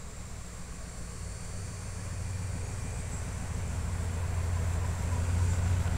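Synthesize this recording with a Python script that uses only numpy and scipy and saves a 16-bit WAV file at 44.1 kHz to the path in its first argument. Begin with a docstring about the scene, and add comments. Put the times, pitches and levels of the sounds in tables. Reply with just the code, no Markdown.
"""An old V8 rolls up a wooded street at little more than idle, coming closer until just short of the microphone.
Harmonics of the engine cycle, a thump and throbbing gas noise make its loping drone; its tyres are coloured noise.
Cicadas (sums of harmonics), a katydid and a far chorus (coloured noise) buzz in the trees.
A small bird chirps in gliding tones over the faint rumble of distant traffic and moving air.
"""
import sys
import numpy as np
from scipy import signal
from scipy.fft import rfft, irfft, next_fast_len
from scipy.io import wavfile
from scipy.ndimage import uniform_filter1d, map_coordinates

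SR = 44100
rng = np.random.default_rng(int(sys.argv[2]) if len(sys.argv) > 2 else 0)


def output_pcm(signal):
    """Save a mono or channel-first signal as 16-bit PCM at the path in sys.argv[1].

    Samples are clipped to [-1, 1] before scaling.
    """
    pcm = np.clip(np.atleast_2d(signal).T, -1, 1) * 32767
    wavfile.write(sys.argv[1], SR, np.round(pcm).astype(np.int16))


N = 263277  # length in samples

# Engine speed on the way up the street. Each row: time in seconds, crank speed in rpm.
ENGINE_SPEED = [(0, 917), (1, 868), (1.75, 849), (2.3, 850.3), (2.7, 827.8), (3.7, 819), (4.15, 798.3),
                (5, 803), (5.45, 819), (5.97, 849)]
# The straight pass: when the car would draw level, how far from the microphone, and how fast it rolls.
LEVEL_AT_S, CLOSEST_M, CAR_M_PER_S = 6.3, 14.3, 6.83


def amp(db):
    """Decibels to gain."""
    return 10 ** (np.asarray(db) / 20)


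def unit(x):
    """x at rms 1."""
    return x / np.sqrt(np.mean(x ** 2) + 1e-20)


def clock():
    """The time of each sample, in seconds."""
    return np.arange(N) / SR


def along(points, hz):
    """(Hz, value) points read on a log frequency axis."""
    f, v = np.transpose(points)
    return np.interp(np.log(hz + 1), np.log(f + 1), v)


def curves(rows):
    """One value per sample for each column after the time."""
    s, *cols = np.transpose(rows)
    return [np.interp(clock(), s, c) for c in cols]


def swell(s, half):
    """A bell-shaped curve that peaks at 1 at time s."""
    return np.exp(-.5 * ((clock() - s) / half) ** 2)


def wobble(rate):
    """A smooth random curve, rate knots a second."""
    coarse = np.arange(0, N + 64, 64)
    knots = rng.standard_normal(2048)
    values = map_coordinates(knots, [coarse * rate / SR + 2], mode="wrap")
    return np.interp(np.arange(N), coarse, values)


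def filtered(x, response):
    """x times a response of frequency."""
    size = next_fast_len(N + SR // 2)
    spectrum = rfft(x, size)
    return irfft(spectrum * response(np.fft.rfftfreq(size, 1 / SR)), size)[:N]


def noise(spectrum, gate=1):
    """Noise gated, then coloured, then brought to rms 1."""
    return unit(filtered(gate * rng.standard_normal(N), lambda hz: amp(along(spectrum, hz))))


def patchy(x, depth_db):
    """x with a random gain that differs from band to band and from moment to moment."""
    z = signal.stft(x, nperseg=1024)[2]
    field = uniform_filter1d(rng.standard_normal(z.shape), 4, 0)  # smooth over frequency
    field = uniform_filter1d(field, 6, 1)  # smooth over time
    return unit(signal.istft(z * amp(depth_db * unit(field)), nperseg=1024)[1][:N])


def trees(x, t60, wet_db):
    """x with the diffuse answer of the wood's edge: a decaying noise tail."""
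    t = np.arange(SR) / SR
    tail = rng.standard_normal(SR) * amp(-60 * t / t60)
    return x + amp(wet_db) * signal.fftconvolve(x, tail / np.linalg.norm(tail))[:N]


def nearness():
    """The closest distance over the present one: it would reach 1 as the car draws level."""
    return CLOSEST_M / np.hypot(CLOSEST_M, CAR_M_PER_S * (clock() - LEVEL_AT_S))


def approach(level_db, growth):
    """Gain of one of the car's sounds: level_db side-on, growing by growth dB per dB of nearness."""
    return amp(level_db) * nearness() ** growth


def distant_air():
    """Distant traffic and moving air: steady noise, mostly low."""
    # Colour of the rumble. Each row: frequency in Hz, relative level in dB per Hz.
    air = [(4, 0.5), (15, -2.5), (32, -7), (60, -9), (120, -12), (200, -17.5), (310, -32.5), (500, -26.5),
           (850, -53), (1100, -22.5), (1400, -39), (2200, -33), (4000, -52)]
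    return amp(-44) * noise(air)


def far_insects():
    """A far chorus of insects blurred to a hiss."""
    # Level of the chorus. Each row: time in seconds, level in dB.
    chorus_level = [(0, -57.5), (2.3, -64), (3.8, -62.5), (5.97, -73)]
    # Colour of the chorus. Each row: frequency in Hz, relative level in dB per Hz.
    chorus_colour = [(2500, -30), (3800, 0.5), (5000, -3), (6500, -0.5), (7800, 3.5), (8600, 0.5),
                     (9600, -9), (10500, -28), (13000, -37)]
    return amp(curves(chorus_level)[0]) * noise(chorus_colour)


def katydid():
    """Fast wing strokes rasp a narrow band of noise."""
    # Colour of the rasp. Each row: frequency in Hz, relative level in dB per Hz.
    wing_colour = [(6200, -22), (6800, -31), (7000, -4), (7200, 8), (7380, 9), (7520, 13), (7680, 2.5),
                   (8000, -5), (9000, -45)]
    strokes = np.cumsum(23.2 + 0.8 * wobble(10)) / SR  # about 23 strokes a second
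    angle = 2 * np.pi * strokes
    rasp = 1 + 0.21 * np.cos(angle) + 0.2 * np.cos(2 * angle) + 0.31 * np.cos(3 * angle)
    return amp(-57 + 0.32 * wobble(3.7)) * noise(wing_colour, rasp)


def cicadas(fade_db, jitter_hz):
    """Each swells and fades; two tymbals buckle in turn, their drifting balance favours odd or even harmonics."""
    # One cicada in each row: start in seconds, loudest moment in seconds, end in seconds,
    # fundamental of the tymbal buzz in Hz at the start, its rise in Hz per second, level in dB at the loudest,
    # dB of odd over even harmonics at the start, the same at the end, dB added to the body's main ring,
    # dB added to its low modes, fades of each harmonic in knots a second.
    singers = [(-.15, 1.7, 4.8, 245.49, .55, -53.5, 6, -10, -6, 1.5, 2.5),
               (-.3, 2.9, 4.6, 264.96, .2, -58, 3, 2, -2, -9, 2.5),
               (.9, 3.5, 4.7, 248.55, .6, -58, 6, 8, -6, -10, 3),
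               (4.6, 5.2, 6.2, 273.37, .3, -60.5, 3, 3, 0, 1, 8),
               (4.3, 5.4, 6.5, 269.24, .3, -54, 4, 8, 0, 1, 9)]
    # Resonances of the hollow abdomen. Each row: frequency in Hz, relative level in dB.
    abdomen = [(3600, -25), (4200, -10), (4450, -.5), (4580, -7), (4690, 0), (4950, -5), (5200, -7),
               (5420, -4), (5650, -4), (5920, 1), (6150, -7), (6400, -2), (6700, -1), (7300, 1), (8300, 0),
               (8850, 2), (9100, 1), (9330, -5), (9650, -3), (10100, -10), (10400, -19), (11500, -28)]
    # Single harmonics flare or dip. Each row: cicada's row from 0, harmonic number, peak time in seconds,
    # half length in seconds, gain in dB.
    flares = [(0, 19, 2.1, .3, 4), (0, 24, 1.45, .25, 3), (0, 41, 1.2, .9, 4), (0, 18, 3.3, .35, -3),
              (0, 18, 1.6, .35, 2), (0, 18, 4.5, .2, 7), (2, 37, 4.5, .2, 5), (4, 25, 4.7, .15, 3),
              (4, 17, 5.35, .15, 6), (0, 37, 1.2, .6, 3), (4, 31, 4.93, .06, 6), (4, 31, 5.28, .05, 6),
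              (4, 33, 5.43, .04, 5), (4, 27, 5.52, .05, 14), (4, 25, 5.52, .05, 7), (4, 29, 5.55, .04, 7),
              (4, 25, 5.73, .06, 5), (4, 17, 5.88, .06, 7)]
    main_ring_hz, main_ring_width_hz, low_modes_below_hz = 7350, 450, 6600
    t = clock()
    orders = np.arange(15, 43)
    out = np.zeros(N)
    for number, singer in enumerate(singers):
        start, loudest, end, rate_hz, rise, db, odd_start_db, odd_end_db, ring_db, low_db, fades = singer
        phase = 2 * np.pi * np.cumsum(rate_hz + rise * (t - start) + jitter_hz * wobble(20)) / SR
        harmonic_hz = orders * rate_hz
        main_ring = np.exp(-((harmonic_hz - main_ring_hz) / main_ring_width_hz) ** 2)
        low_modes = harmonic_hz < low_modes_below_hz
        levels_db = along(abdomen, harmonic_hz) + ring_db * main_ring + low_db * low_modes
        odd = amp(np.interp(t, [start, end], [odd_start_db, odd_end_db]))
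        even_odd = np.array([np.ones(N), odd]) / np.hypot(1, odd)
        buzz = np.zeros(N)
        # paths through the foliage make each harmonic fade and flare on its own
        for k, level in zip(orders, levels_db):
            flare = sum(gain * swell(s, half) for who, harmonic, s, half, gain in flares
                        if (who, harmonic) == (number, k))
            gain = even_odd[k % 2] * amp(level + flare + fade_db * wobble(fades))
            buzz += gain * np.sin(k * phase + 2 * np.pi * rng.random())
        envelope = np.sqrt(np.interp(t, [start, loudest, end], [0, 1, 0]))
        out += amp(db) * envelope * unit(buzz)
    return out


def bird():
    """A small bird's thin gliding chirps, smeared by the trees."""
    # Each row: start in seconds, length in seconds, start, middle and end pitch in Hz, peak level in dB
    # ahead of the smear.
    chirps = [(2.632, .055, 6300, 6800, 6750, -52), (2.714, .039, 5250, 5750, 5950, -55),
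              (2.803, .048, 5300, 5750, 5700, -56.5), (2.918, .058, 7700, 8100, 8050, -51),
              (2.97, .055, 8350, 8400, 7700, -50.5), (3.108, .055, 8100, 7650, 7470, -45.5),
              (3.16, .04, 7600, 7750, 7520, -45.5), (5.43, .07, 8430, 8620, 8500, -52),
              (5.492, .04, 8520, 8250, 7750, -50.5)]
    out = np.zeros(N)
    for s, length, *path_hz, db in chirps:
        u = np.linspace(0, 1, round(length * SR))
        hz = np.interp(u, [0, .5, 1], path_hz) + 50 * wobble(286)[:len(u)]
        envelope = np.sqrt(np.abs(np.sin(np.pi * u)))
        tone = np.sin(2 * np.pi * np.cumsum(hz) / SR)
        out[round(s * SR):][:len(u)] += amp(db) * envelope * tone
    return trees(out, t60=0.28, wet_db=-4.5)


def engine_cycles():
    """Four-stroke cycles done so far: one for every two turns of the crank."""
    return np.cumsum(curves(ENGINE_SPEED)[0]) / (120 * SR)


def puffs(cycles, depth):
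    """Gas flow: eight puffs a cycle, each as strong as its cylinder."""
    # Strength of each cylinder's puff in firing order; the bank with the nearer pipe is the stronger.
    # One column: relative strength [no unit].
    cylinders = [1.4, 0.34, 0.89, 0.67, 0.89, 1.2, 0.54, 0.71]
    firing = cycles * len(cylinders)
    strength = np.take(cylinders, firing.astype(int) % len(cylinders))
    return 1 + depth * (unit(strength * np.sin(np.pi * firing) ** 2) - 1)


def tyre_roar(cycles):
    """Patchy road roar, beamed forward by the tyres, with a trace of the engine's throb."""
    # Colour of the roar. Each row: frequency in Hz, relative level in dB per Hz.
    roar_colour = [(160, -7), (280, -5.5), (343, -8), (421, 0.5), (522, -1), (572, -1), (831, -5),
                   (985, -5), (1240, -10.5), (1530, -6.5), (1740, -10), (1880, -8.5), (2250, -10.5),
                   (2520, -11), (2780, -16.5), (4200, -24.5), (5460, -61), (9240, -120)]
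    roar = patchy(noise(roar_colour, puffs(cycles, depth=.09)), depth_db=1.23)
    swell_db = 0.94 * swell(3.1, half=0.59)  # the roar swells slightly around 3 s
    broadside_db = -2 * nearness() ** 6  # the beam is lost towards side-on
    return approach(-43, growth=1.088) * amp(swell_db + broadside_db + 0.17 * wobble(12)) * roar


def tyre_sizzle():
    """A thin sizzle that the tyres beam ahead of the car, swelling and fading once."""
    # Colour of the sizzle. Each row: frequency in Hz, relative level in dB per Hz.
    sizzle_colour = [(2000, -30), (2250, -7), (2400, 11), (2520, -17), (2700, -37)]
    return amp(-63) * swell(2.48, half=0.82) * noise(sizzle_colour)


def tyre_hiss():
    """Flickering hiss of rubber on asphalt that comes through as the car nears."""
    # Colour of the hiss. Each row: frequency in Hz, relative level in dB per Hz.
    hiss_colour = [(900, -29), (1250, 21), (1480, 19.5), (1750, 16), (2300, 8), (3000, 10.5), (5000, 13.5),
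                   (6300, 16), (8000, 19), (11000, 7), (13000, 2.5), (16000, 2)]
    return approach(-51.5, growth=0.78) * amp(0.78 * wobble(27)) * noise(hiss_colour)


def tread_song(loudest_s, half_s):
    """Air pumped from the grooves of the tread sings, loudest before the car draws level."""
    # Song of the tread. Each row: frequency in Hz, relative level in dB per Hz.
    grooves = [(450, -15), (660, 5), (800, -3), (920, -4), (1040, 2), (1200, -12), (1800, -29)]
    return amp(-53.5 + 0.6 * wobble(16)) * swell(loudest_s, half_s) * noise(grooves)


def short_rings(centre_s, spread_s, count=12):
    """Short rough rings near 1 kHz from the car: tones with a random flutter under a brief bell."""
    # The stronger rings, spaced by whole engine cycles or wheel turns.
    # Each row: time in seconds, nominal peak in dB (ring_db is added), pitch in Hz.
    strong = [(4.24, -41, 980), (4.385, -41, 1030), (4.575, -38.5, 990), (4.845, -36.5, 995),
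              (5.02, -37.5, 945), (5.138, -31.5, 1000), (5.175, -36.5, 965), (5.425, -36, 953),
              (5.5, -38, 890), (5.708, -41, 982), (5.86, -37, 935)]
    half_s, ring_db = 0.012, -7.5
    # fainter rings at random: time in s, nominal peak in dB, pitch in Hz
    faint = [centre_s, -47.5, 1100] + rng.standard_normal((count, 3)) * [spread_s, 2, 35]
    out = np.zeros(N)
    for s, db, hz in [*strong, *faint]:
        rough = 1 + .35 * (wobble(130) + 1j * wobble(130))
        ring = np.real(rough * np.exp(2j * np.pi * hz * clock()))
        out += amp(db + ring_db) * swell(s, half_s) * ring
    return out


def engine_bay(cycles):
    """A throbbing whirr from under the bonnet, heard only from close by."""
    # Colour of the whirr. Each row: frequency in Hz, relative level in dB per Hz.
    whirr = [(700, -39), (900, -1.5), (1150, -16), (1450, -2.5), (1750, -17), (3000, -18.5), (4500, -21),
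             (8000, -38)]
    return approach(-48.5, growth=6.1) * noise(whirr, puffs(cycles, depth=0.51))


def exhaust_note(cycles, order, unsteady):
    """One harmonic of the engine cycle, delayed by pipes and mufflers; uneven combustion makes it waver."""
    lag = rng.random()
    waver = (1 + unsteady * (wobble(7) + 1j * wobble(7))) / np.sqrt(1 + 2 * unsteady ** 2)
    return np.sqrt(2) * np.real(waver * np.exp(2j * np.pi * (order * cycles - lag)))


def firing_notes(cycles):
    """The firing note, eight to a cycle, with its overtones and the harmonic that the pipes boost to a drone."""
    # Level of the drone, which comes and goes on the way. Each row: time in seconds, level in dB.
    drone_level = [(0, -56.5), (.55, -52), (.95, -71), (1.2, -42), (1.42, -46.5), (1.62, -40), (1.85, -45),
                   (2.28, -36.5), (2.8, -40), (3.2, -43.5), (3.55, -39), (3.75, -39), (3.9, -35.5),
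                   (4.15, -34), (4.55, -31), (5, -34), (5.35, -28), (5.75, -28.5), (5.97, -34.5)]
    # Level of the firing octave, strongest at mid distance. Each row: time in seconds, level in dB.
    octave_level = [(0, -63), (1, -55.5), (2.5, -43), (4, -50), (5.97, -73)]
    # Level of the firing note's third harmonic. Each row: time in seconds, level in dB.
    third_level = [(0, -58), (1.1, -53), (2.6, -53.5), (3.3, -56), (4.2, -52), (5.97, -51)]
    firing = approach(-41, growth=0.58) * exhaust_note(cycles, order=8, unsteady=.1)
    drone = amp(curves(drone_level)[0]) * exhaust_note(cycles, order=13, unsteady=.06)
    octave = amp(curves(octave_level)[0]) * exhaust_note(cycles, order=16, unsteady=.08)
    third = amp(curves(third_level)[0]) * exhaust_note(cycles, order=24, unsteady=.1)
    return firing + drone + octave + third


def thump(cycles):
    """Once a cycle two cylinders of one bank fire back to back; their joint puff knocks the pipe: the lope."""
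    # Level of the thump, strongest while the car still faces this way. Each row: time in seconds, level in dB.
    thump_level = [(0, -43), (1.2, -38), (2.1, -33.5), (2.6, -29), (3.2, -30.5), (3.9, -36), (4.8, -38),
                   (5.97, -35)]
    # What the thump rings in the pipe. Each row: frequency in Hz, relative level in dB.
    pipe = [(130, -2), (162, 0), (245, -8)]
    place_in_cycle, attack_s, t60_s = .49, .004, .065
    age = (cycles - place_in_cycle) % 1 * 120 / curves(ENGINE_SPEED)[0]  # seconds since the last thump
    ring = sum(amp(db) * np.sin(2 * np.pi * hz * age) for hz, db in pipe)
    shape = (1 - np.exp(-age / attack_s)) * amp(-60 * age / t60_s)
    return amp(curves(thump_level)[0] + 1.5 * wobble(7)) * shape * ring


def burble_and_gas(cycles):
    """Burble of the uneven banks, and gas rushing through the mufflers in throbs."""
    # Burble. Each row: multiple of the engine cycle, relative level in dB.
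    burble_orders = [(5, -11.5), (9, -9), (10, -11.5), (11, -1), (14, -9), (15, -8), (17, -8), (19, -8.5),
                     (21, -14), (23, -20.5), (25, -12), (27, -17.5), (32, -18.5), (36, -16)]
    # Colour of the gas rush. Each row: frequency in Hz, relative level in dB per Hz.
    muffler = [(25, -4), (50, -2), (90, -0.5), (125, -13), (170, -6), (205, -6.5), (245, -8.5),
               (290, -22.5), (400, -15), (800, -66)]
    # How hard the engine burbles, which also drives the gas. Each row: time in seconds, gain in dB.
    lope = [(0, -57), (1.4, -55.5), (2.4, -48.5), (3.2, -44), (3.7, -40), (4, -42), (4.9, -39.5),
            (5.3, -38), (5.97, -36)]
    burble = sum(amp(db) * exhaust_note(cycles, order=round(k), unsteady=.2) for k, db in burble_orders)
    sputter_db = 1.4 * swell(3.76, half=.08)  # the exhaust sputters briefly
    gas = amp(-5.5 + sputter_db) * noise(muffler, puffs(cycles, depth=0.21))
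    return amp(curves(lope)[0]) * (burble + gas)


def exhaust(cycles):
    """All that leaves the tailpipes; it sags for a moment on each weak firing."""
    # Weak firings. Each row: time in seconds, gain in dB.
    stumbles = [(3.02, -7), (3.48, -10), (4.32, -5), (4.98, -7), (5.27, -9), (5.565, -11), (5.84, -10)]
    sag = amp(sum(db * swell(s, half=0.008) for s, db in stumbles))
    return sag * (firing_notes(cycles) + thump(cycles) + burble_and_gas(cycles))


def scene():
    """The car in front of the summer wood."""
    wood = distant_air() + far_insects() + katydid() + cicadas(fade_db=2.2, jitter_hz=.12) + bird()
    cycles = engine_cycles()
    tyres = tyre_roar(cycles) + tyre_sizzle() + tyre_hiss() + tread_song(loudest_s=4.54, half_s=0.71)
    rings = short_rings(centre_s=4.54, spread_s=0.355)
    car = tyres + rings + engine_bay(cycles) + exhaust(cycles)
    return (wood + car)[None]


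def record(dry):
    """One microphone channel that keeps nothing above its band limit of 15.7 kHz."""
    return filtered(dry[0], lambda hz: hz < 15700)[None]


dry = scene()
out = record(dry)
output_pcm(out)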